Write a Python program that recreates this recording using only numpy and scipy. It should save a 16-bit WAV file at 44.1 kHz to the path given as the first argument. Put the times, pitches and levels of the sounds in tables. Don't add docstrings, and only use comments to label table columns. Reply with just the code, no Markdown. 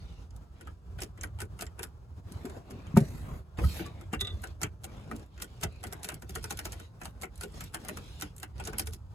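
import sys
import numpy as np
from scipy import signal
from scipy.fft import rfft, irfft, next_fast_len
from scipy.io import wavfile
from scipy.ndimage import uniform_filter1d

SR = 44100
rng = np.random.default_rng(int(sys.argv[2]) if len(sys.argv) > 2 else 0)


def int16_out(signal):
    q = np.round(np.clip(np.atleast_2d(signal).T, -1, 1) * 32767)
    wavfile.write(sys.argv[1], SR, q.astype(np.int16))


N = 403074
SLIDE_START_S = 0.03

# landing in seconds, tick level in dB,
# clack of the housing and knock of the column in dB over the tick.
KEY_CLICKS = [(0.6097, -54.5, 4.5, 3), (0.672, -58.5, 13.5, 7), (0.988, -57.5, 12.5, -14),
              (1.019, -36, -6.5, -3.5), (1.176, -61, 6.5, -8), (1.2345, -38.5, 1.5, -5.5),
              (1.387, -55.5, 6, -25), (1.4032, -40.5, 0, -19), (1.417, -39.5, -5.5, -3),
              (1.5908, -48.5, 2.5, -3), (1.6099, -36.5, -14, -8), (1.6214, -36.5, -2.5, -7.5),
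              (1.792, -44, 3.5, 1), (1.8306, -35, -7, -13), (2.321, -49, -24, -10), (2.4531, -49, 0, 10),
              (2.4968, -52.5, 4.5, 7.5), (2.707, -51, -0.5, 4.5), (2.9718, -31.5, -3, -22),
              (3.0042, -45.5, -19, 9), (3.586, -57.5, 17, 21), (3.794, -56.5, 12.5, 26.5),
              (3.8626, -48.5, -5, 1.5), (4.0116, -55.5, 3, 8), (4.1307, -50, 11, -13),
              (4.1343, -41, 7.5, 7.5), (4.2105, -33, -13.5, -10), (4.439, -43, 4, -5.5),
              (4.6159, -38, -2, 0.5), (4.6323, -27.5, -4, -12.5), (4.8421, -39.5, -6.5, -11),
              (5.113, -50, 9, 15), (5.1627, -49.5, -26, -1), (5.422, -33.5, -8, -12),
              (5.6121, -46.5, -11, -3), (5.6337, -30.5, -3.5, -6), (5.8386, -40.5, 0.5, -2.5),
              (5.8686, -46, -7, -7), (5.9266, -39.5, -3.5, -5.5), (6.0444, -36, -5, -14),
              (6.088, -35, -2, -30), (6.1199, -52, 6, 4), (6.222, -50.5, 1.5, 3), (6.294, -43.5, -8.5, -4),
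              (6.3566, -36.5, 1.5, -4.5), (6.441, -36, -4.5, -12), (6.5065, -33, -4.5, -10),
              (6.59, -34, -6, -12), (6.6542, -35.5, -5, -5.5), (6.7286, -43, -7.5, -12),
              (6.7983, -50, 2, 1.5), (7.015, -49.5, 7.5, -5), (7.0543, -39, -3.5, -29),
              (7.2204, -41, -9, -2), (7.2335, -43, 5, 1.5), (7.41, -39.5, -6, -21),
              (7.434, -38.5, -3.5, -4), (7.607, -40.5, -4.5, -19), (7.7443, -33.5, -3.5, -15),
              (7.8487, -46.5, 0.5, -8), (7.887, -35, -2, -6.5), (7.9711, -43.5, 1, -6),
              (8.199, -48.5, -3, -27), (8.2223, -34.5, -3, -4.5), (8.4303, -39, -2, -6.5),
              (8.5992, -45.5, 7, 0.5), (8.673, -36.5, -5, -6), (8.732, -47.5, 4, 1),
              (8.7948, -26, -14, -11.5), (8.872, -38.5, -8, -7), (8.9339, -43.5, -16, -12.5)]
# start in seconds, level in dB,
# pitch in Hz, t60 in seconds (floored where it sounds).
THUMPS_AND_RAPS = [(2.447, -11.5, 254, 0.025), (2.941, -8, 160, 0.059), (3.011, -4, 140.5, 0.056),
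                   (3.208, -21.5, 82, 0.11), (3.586, -4.5, 79, 0.014), (3.635, -12, 72, 0.21),
                   (3.639, -31, 1274, 0.055), (3.858, -43, 1144, 0.14), (3.798, -28, 340, 0.045),
                   (4.133, -5, 204, 0.019), (4.633, -23, 103, 0.14), (1.238, -28.5, 1554, 0.031),
                   (4.137, -27, 1180, 0.034), (5.113, -26.5, 1265, 0.032), (5.638, -24, 95, 0.18)]
# start in seconds, length in seconds, dull rub, treble hiss
# (both relative dB), tilt of the hiss in dB per octave, rattle of loose keys in relative dB.
RUB_STROKES = [(-.12, 0.347, -76, -63, -3, -91), (0.528, 0.15, -55, -71, -7, -69),
               (0.983, 0.017, -37, -51.5, -5, -75), (1.165, 0.1, -38, -74, 4, -76),
               (2.211, 0.37, -35, -63.5, 6, -79), (2.578, 0.48, -35, -67, 1, -94),
               (2.916, 0.3, -34, -61.5, 10, -70), (3.195, 0.18, -30, -67, 11, -81),
               (3.564, 0.086, -24.5, -53.5, 6.5, -70), (3.582, 0.22, -49, -54, 14, -85),
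               (3.626, 0.24, -50, -51.5, -10.5, -85), (3.84, 0.2, -38.5, -66.5, 0, -92),
               (4.179, 0.33, -38, -64, 3, -80), (4.784, 0.45, -37.5, -65, 2, -71.5),
               (5.22, 0.59, -52, -65, -1.5, -68.5), (5.77, 0.4, -37.5, -66.5, 1, -67.5),
               (6.192, 0.65, -45, -57.5, 2.5, -78), (6.993, 0.1, -36, -69, 11, -90),
               (7.284, 0.24, -49, -67, 4, -64), (7.5, 0.17, -36, -55, 4, -56),
               (7.743, 0.26, -36.5, -58, 4.5, -74), (7.928, 0.35, -45, -56.5, 1.5, -72.5),
               (8.508, 0.31, -37, -61, 0, -47.5)]
# frequency in Hz, left-right correlation.
CHANNEL_LIKENESS = [(60, 1), (300, 0.87), (800, 0.13), (5000, 0.023), (7000, 1), (15000, 1)]


def gain_of(db):
    return 10 ** (np.asarray(db) / 20)


def evened(x):
    return x / np.sqrt(np.mean(x ** 2) + 1e-20)


def read(points, hz):
    f, value = np.transpose(points)
    return np.interp(np.log(hz + 1), np.log(f + 1), value)


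def add(mix, s, sound):
    part = mix[..., round(s * SR):][..., :sound.shape[-1]]
    part += sound[..., :part.shape[-1]]


def channel_pair(left, other, same):
    return np.array([left, same * left + np.sqrt(1 - same ** 2) * other])


def strokes(t):
    rise_share, fade_db_per_s = 0.26, 326
    start, length = np.transpose(RUB_STROKES)[:2, :, None]
    shape = np.clip((t - start) / (rise_share * length), 0, 1) ** 2
    return shape * gain_of(-fade_db_per_s * np.maximum(t - start - length, 0))


def noise(level_db, size, patchy_db, flicker_db):
    hop = size // 4
    frames, hz = N // hop + 5, np.fft.rfftfreq(size, 1 / SR)
    a, b, c, d, patches = rng.standard_normal((frames, len(hz), 5)).T
    patches = uniform_filter1d(patches, size=2, axis=0)
    patches = evened(uniform_filter1d(patches, size=40, axis=1))
    flicker = evened(uniform_filter1d(rng.standard_normal(frames), 3))
    same = np.clip(read(CHANNEL_LIKENESS, hz), -1, 1)[:, None]
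    spectra = channel_pair(a + 1j * b, c + 1j * d, same)
    field_db = level_db(hz[:, None], np.arange(frames) * hop / SR)
    spectra *= gain_of(field_db + patchy_db * patches + flicker_db * flicker)
    return signal.istft(spectra / np.sqrt(size), nperseg=size, noverlap=size - hop)[1][:, :N]


def rumble():
    # frequency in Hz, spectral density in relative dB.
    cabin_colour = [(30, -42), (56, -1.5), (80, 1.5), (117, -10.5), (174, -14.5), (195, -22.5),
                    (1050, -29.5), (1350, -31), (1900, -43.5), (5520, -46.5), (16500, -60.5)]
    # time in seconds, level in relative dB.
    boom_swell = [(0.0, 8.5), (0.49, 4.5), (1.47, 10.5), (1.96, 5.5), (3.46, 3.5), (4.2, 8), (6.04, 3.5),
                  (6.52, 9), (6.95, 4.5), (8.82, 8), (9.14, 3)]
    cabin_db, stir_db, stir_t60_s, stir_delay_s = -20, 38, 0.34, 0.03

    def level_db(hz, t):
        stirred = 0
        for s, db, pitch_hz, _ in THUMPS_AND_RAPS:
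            settling = gain_of(db + stir_db - 60 * abs(t - s) / stir_t60_s)
            stirred = stirred + settling * (t > s + stir_delay_s) * min(1, 90 / pitch_hz) ** 2
        boom_db = 20 * np.log10(gain_of(np.interp(t, *np.transpose(boom_swell))) + stirred)
        return read(cabin_colour, hz) + cabin_db + boom_db / (1 + (hz / 220) ** 2)
    return noise(level_db, size=2048, patchy_db=2.5, flicker_db=2.5)


def rustle():
    # frequency in Hz, spectral density in relative dB.
    dull_colour = [(150, 10.5), (300, 1), (700, -3.5), (1700, -12.5), (3000, -27), (5000, -45)]
    # frequency in Hz, spectral density in relative dB.
    hiss_colour = [(1500, -3), (2500, 9), (4000, 9), (6000, 2), (9000, -7), (13000, -13), (15500, -28.5),
                   (16500, -38)]
    _, _, dull_db, hiss_db, tilt_db, _ = np.transpose(RUB_STROKES)

    def level_db(hz, t):
        dull = read(dull_colour, hz) + dull_db
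        hiss = read(hiss_colour, hz) + hiss_db + tilt_db * np.log2((hz + 500) / 4500)
        power = (gain_of(dull) + gain_of(hiss)) ** 2 @ strokes(t) ** 2
        return 10 * np.log10(power + 1e-18)
    return noise(level_db, size=384, patchy_db=4, flicker_db=1.5)


def thumps_and_raps():
    out, t = np.zeros(N), np.arange(20000) / SR
    shortest_t60_s = 0.02
    for s, db, hz, t60 in THUMPS_AND_RAPS:
        main = gain_of(-60 * t / max(t60, shortest_t60_s)) * np.sin(2 * np.pi * hz * t)
        fifth_decay = gain_of(-5.5 - 60 * t / max(0.63 * t60, shortest_t60_s))
        fifth = fifth_decay * np.sin(2 * np.pi * 1.5 * hz * t)
        push = 1 - np.exp(-t / min(0.01, 2.3 / hz))
        add(out, s, gain_of(db) * (main + fifth) * push)
    return out


def chimed(blows, modes):
    out, t = np.zeros(N), np.arange(12000) / SR
    soft_dull = 1.2
    hardest_db = max(db for _, db in blows)
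    shares = rng.uniform(0.75, 1.2, (len(blows), len(modes)))
    for (s, db), share in zip(blows, shares):
        ringing = np.zeros(len(t))
        for i, (hz, mode_db, t60) in enumerate(modes):
            dull_db = soft_dull * (db - hardest_db) * max(np.log2(hz / 3600), 0)
            level = share[i] * (-1) ** i * gain_of(dull_db)
            onset = 1 - np.exp(-1.5 * hz * t)
            ringing += level * gain_of(mode_db - 60 * t / t60) * np.sin(2 * np.pi * hz * t) * onset
        add(out, s, gain_of(db) * ringing)
    return out


def trim():
    # time in seconds, level in dB.
    clunk_blows = [(2.9662, -13), (2.9694, -8)]
    # frequency in Hz, level in relative dB, t60 in seconds.
    trim_modes = [(90, -36, 0.61), (156, 10, 0.05), (223, -0.5, 0.072), (391.5, -9.5, 0.1),
                  (550, -19, 0.14), (713, -17, 0.089), (892, -18.5, 0.043), (1200, -3.5, 0.0077)]
    return chimed(clunk_blows, trim_modes)


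def key_ring():
    # time in seconds, level in dB.
    ring_blows = [(4.1365, -33)]
    # frequency in Hz, level in relative dB, t60 in seconds.
    ring_modes = [(2765, 0, 0.09)]
    return chimed(ring_blows, ring_modes)


def snap_hook():
    # time in seconds, level in dB.
    hook_blows = [(4.1939, -36), (4.209, -20), (4.248, -29), (4.2721, -29), (4.3036, -38)]
    # frequency in Hz, level in relative dB, t60 in seconds.
    hook_modes = [(1206, -26, .2), (1968, -20, .12), (2730, -17, .04), (3460, -11, .06), (3522, -9, .16),
                  (3805, -4, .045), (6295, -12, .025)]
    return chimed(hook_blows, hook_modes)


def struck(colour, slide_s, slide_db, rise_s, t60, lumpy_db, chatter_db):
    size, treble_same = 4096, 0.75
    t, hz = np.arange(size) / SR - SLIDE_START_S, np.fft.rfftfreq(size, 1 / SR)
    draws = rng.standard_normal((len(KEY_CLICKS), 4, size))
    left, other, lumps, chatter = draws.transpose(1, 0, 2)
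    fortieth_octaves = (40 * np.log2(hz + 50)).astype(int)
    lumps = evened(uniform_filter1d(lumps, 7))[:, fortieth_octaves]
    same = np.clip(read(CHANNEL_LIKENESS, hz), -1, np.where(hz > 1000, treble_same, 1))
    spectra = channel_pair(rfft(left), rfft(other), same)
    y = irfft(spectra * gain_of(read(colour, hz) + lumpy_db * lumps))
    after = np.maximum(t, 0)
    blow = (1 - np.exp(-after / rise_s)) * gain_of(-60 * after / t60)
    chatter = uniform_filter1d(uniform_filter1d(chatter, size=50), size=50)
    loose = gain_of(chatter_db * evened(chatter))
    slide = gain_of(slide_db) * np.exp(-np.maximum(t, -2.2 * t) / slide_s)
    y = y * (blow + slide * loose)
    peak = np.sqrt(uniform_filter1d(y[0] ** 2, 130).max(1, keepdims=True))
    return (y / peak).transpose(1, 0, 2)


def loose_keys(barrel_colour, clacks):
    # landing in seconds, peak level in dB, favoured pitch in Hz.
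    placed_ticks = [(0.3067, -48.5, 4900), (0.363, -47, 7040), (1.0046, -36, 7300), (1.2113, -29.5, 7250),
                    (1.244, -38, 9770), (1.666, -37, 4260), (2.868, -46, 3530), (3.5733, -44, 3040),
                    (4.2476, -42, 5000), (4.271, -33.5, 3870), (4.4197, -44, 12000), (4.4725, -40, 6900),
                    (5.1956, -48, 6210), (5.3776, -41.5, 2730), (5.4004, -39, 3060), (6.0313, -32, 7700),
                    (6.0997, -38, 7440), (6.142, -30.5, 7850), (6.347, -45, 7400), (6.5723, -32, 6900),
                    (6.7208, -31, 6840), (7.0344, -40, 7000), (7.357, -44.5, 10600), (7.3774, -41, 10500),
                    (7.639, -36, 10100), (7.86, -55, 12000), (8.211, -28, 6950), (8.3641, -39.5, 11500),
                    (8.381, -36.5, 10100), (8.4, -37, 9900), (8.639, -35, 6000), (8.652, -30, 8000),
                    (8.784, -19, 10200), (8.86, -42, 9750)]
    lowest_hz, highest_hz, fall_db_per_octave = 2880, 12000, 7
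    clack_db, rattle_count, spread_db = -1, 400, 3.5
    out = np.zeros((2, N))
    light = struck(barrel_colour, slide_s=0.004, slide_db=-20, rise_s=0.0003, t60=0.015,
                   lumpy_db=4.5, chatter_db=7)
    pitch = np.geomspace(lowest_hz, highest_hz, len(light))[rng.permutation(len(light))]
    pitch[:len(placed_ticks)] = np.transpose(placed_ticks)[2]
    hz = np.fft.rfftfreq(4096, 1 / SR)
    octaves_off = abs(np.log2((hz + 1) / pitch[:, None, None]))
    light = irfft(rfft(light + gain_of(clack_db) * clacks) * gain_of(-fall_db_per_octave * octaves_off))
    light /= abs(light).max((1, 2), keepdims=True)
    for (s, db, _), tick in zip(placed_ticks, light):
        add(out, s - SLIDE_START_S, gain_of(db) * tick)
    when, luck, which = rng.random((rattle_count, 3)).T
    when_s = when * N / SR
    hand = gain_of(np.transpose(RUB_STROKES)[-1]) @ strokes(when_s)
    sizes = hand * gain_of(-spread_db * np.log(np.maximum(luck, 0.05)))
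    for s, size, k in zip(when_s, sizes, (which * len(light)).astype(int)):
        add(out, s, 2 * size * light[k])
    return out


def key():
    # frequency in Hz, spectral density in relative dB.
    barrel_colour = [(1760, -10.5), (3000, -4.5), (5460, -4), (7530, -3), (10100, -3.5), (13200, -10.5),
                     (15300, -12.5), (16500, -85)]
    # frequency in Hz, spectral density in relative dB.
    housing_colour = [(200, -43), (440, -32), (750, -17.5), (1100, -22.5), (1450, -15), (1630, -19.5),
                      (3200, -28.5), (7040, -120)]
    # frequency in Hz, spectral density in relative dB.
    column_colour = [(100, -13), (180, 3), (295, 9.5), (420, 5.5), (750, -10.5), (980, -16.5), (1650, -120)]
    out = np.zeros((2, N))
    ticks = struck(barrel_colour, slide_s=0.013, slide_db=-20.0, rise_s=0.00047, t60=0.014,
                   lumpy_db=2.0, chatter_db=8.0)
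    clacks = struck(housing_colour, slide_s=0.015, slide_db=-14.5, rise_s=0.0007, t60=0.099,
                    lumpy_db=4.0, chatter_db=6.5)
    knocks = struck(column_colour, slide_s=0.022, slide_db=-27.5, rise_s=0.019, t60=0.12,
                    lumpy_db=5.5, chatter_db=-7.0)
    for (s, db, clack_db, knock_db), tick, clack, knock in zip(KEY_CLICKS, ticks, clacks, knocks):
        click = tick + gain_of(clack_db) * clack + gain_of(knock_db) * knock
        add(out, s - SLIDE_START_S, gain_of(db) * click)
    return out + loose_keys(barrel_colour, clacks)


def cabin(x, t60):
    size = 8000
    taps, slots = np.zeros((2, size)), np.arange(60, 7980, 20)
    shape = (2, len(slots))
    np.put_along_axis(taps, slots + rng.integers(0, 20, shape), rng.choice([-1., 1.], shape), 1)
    left, other = rfft(taps * gain_of(-60 * np.arange(size) / SR / t60))
    same = np.clip(read(CHANNEL_LIKENESS, np.fft.rfftfreq(size, 1 / SR)), -1, 1)
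    taps = irfft(channel_pair(left, other, same))
    return signal.fftconvolve(x[None], taps / np.linalg.norm(taps[0]), axes=1)[:, :N]


def scene():
    blows = key() + snap_hook() + key_ring() + trim()
    reflections = gain_of(-5.5) * cabin(blows[0], t60=0.04)
    return blows + reflections + thumps_and_raps() + rustle() + rumble()


def record(dry):
    # frequency in Hz, left over right in dB.
    left_lean = [(60, -3), (180, 2), (550, 1.5), (1650, 2), (4970, -2), (15000, 1)]
    # frequency in Hz, lead in turns.
    left_lead = [(1000, .05), (3600, .3), (5400, .5), (6600, 1), (8100, 1), (9000, 2), (13000, 2),
                 (13900, 3)]
    bass_hz, edge_hz = 42, 16600
    size = next_fast_len(N + 64)
    hz = np.fft.rfftfreq(size, 1 / SR)
    bass_cut = (hz / bass_hz) ** 2 / np.sqrt(1 + (hz / bass_hz) ** 4)
    half = gain_of(read(left_lean, hz) / 2) * np.exp(1j * np.pi * read(left_lead, hz))
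    channels = irfft(rfft(dry, size) * bass_cut * np.array([half, 1 / half]), size)[:, :N]
    low_pass = signal.firwin(511, edge_hz, window=("kaiser", 9), fs=SR)
    return signal.oaconvolve(channels, low_pass[None], "same")


dry = scene()
out = record(dry)
int16_out(out)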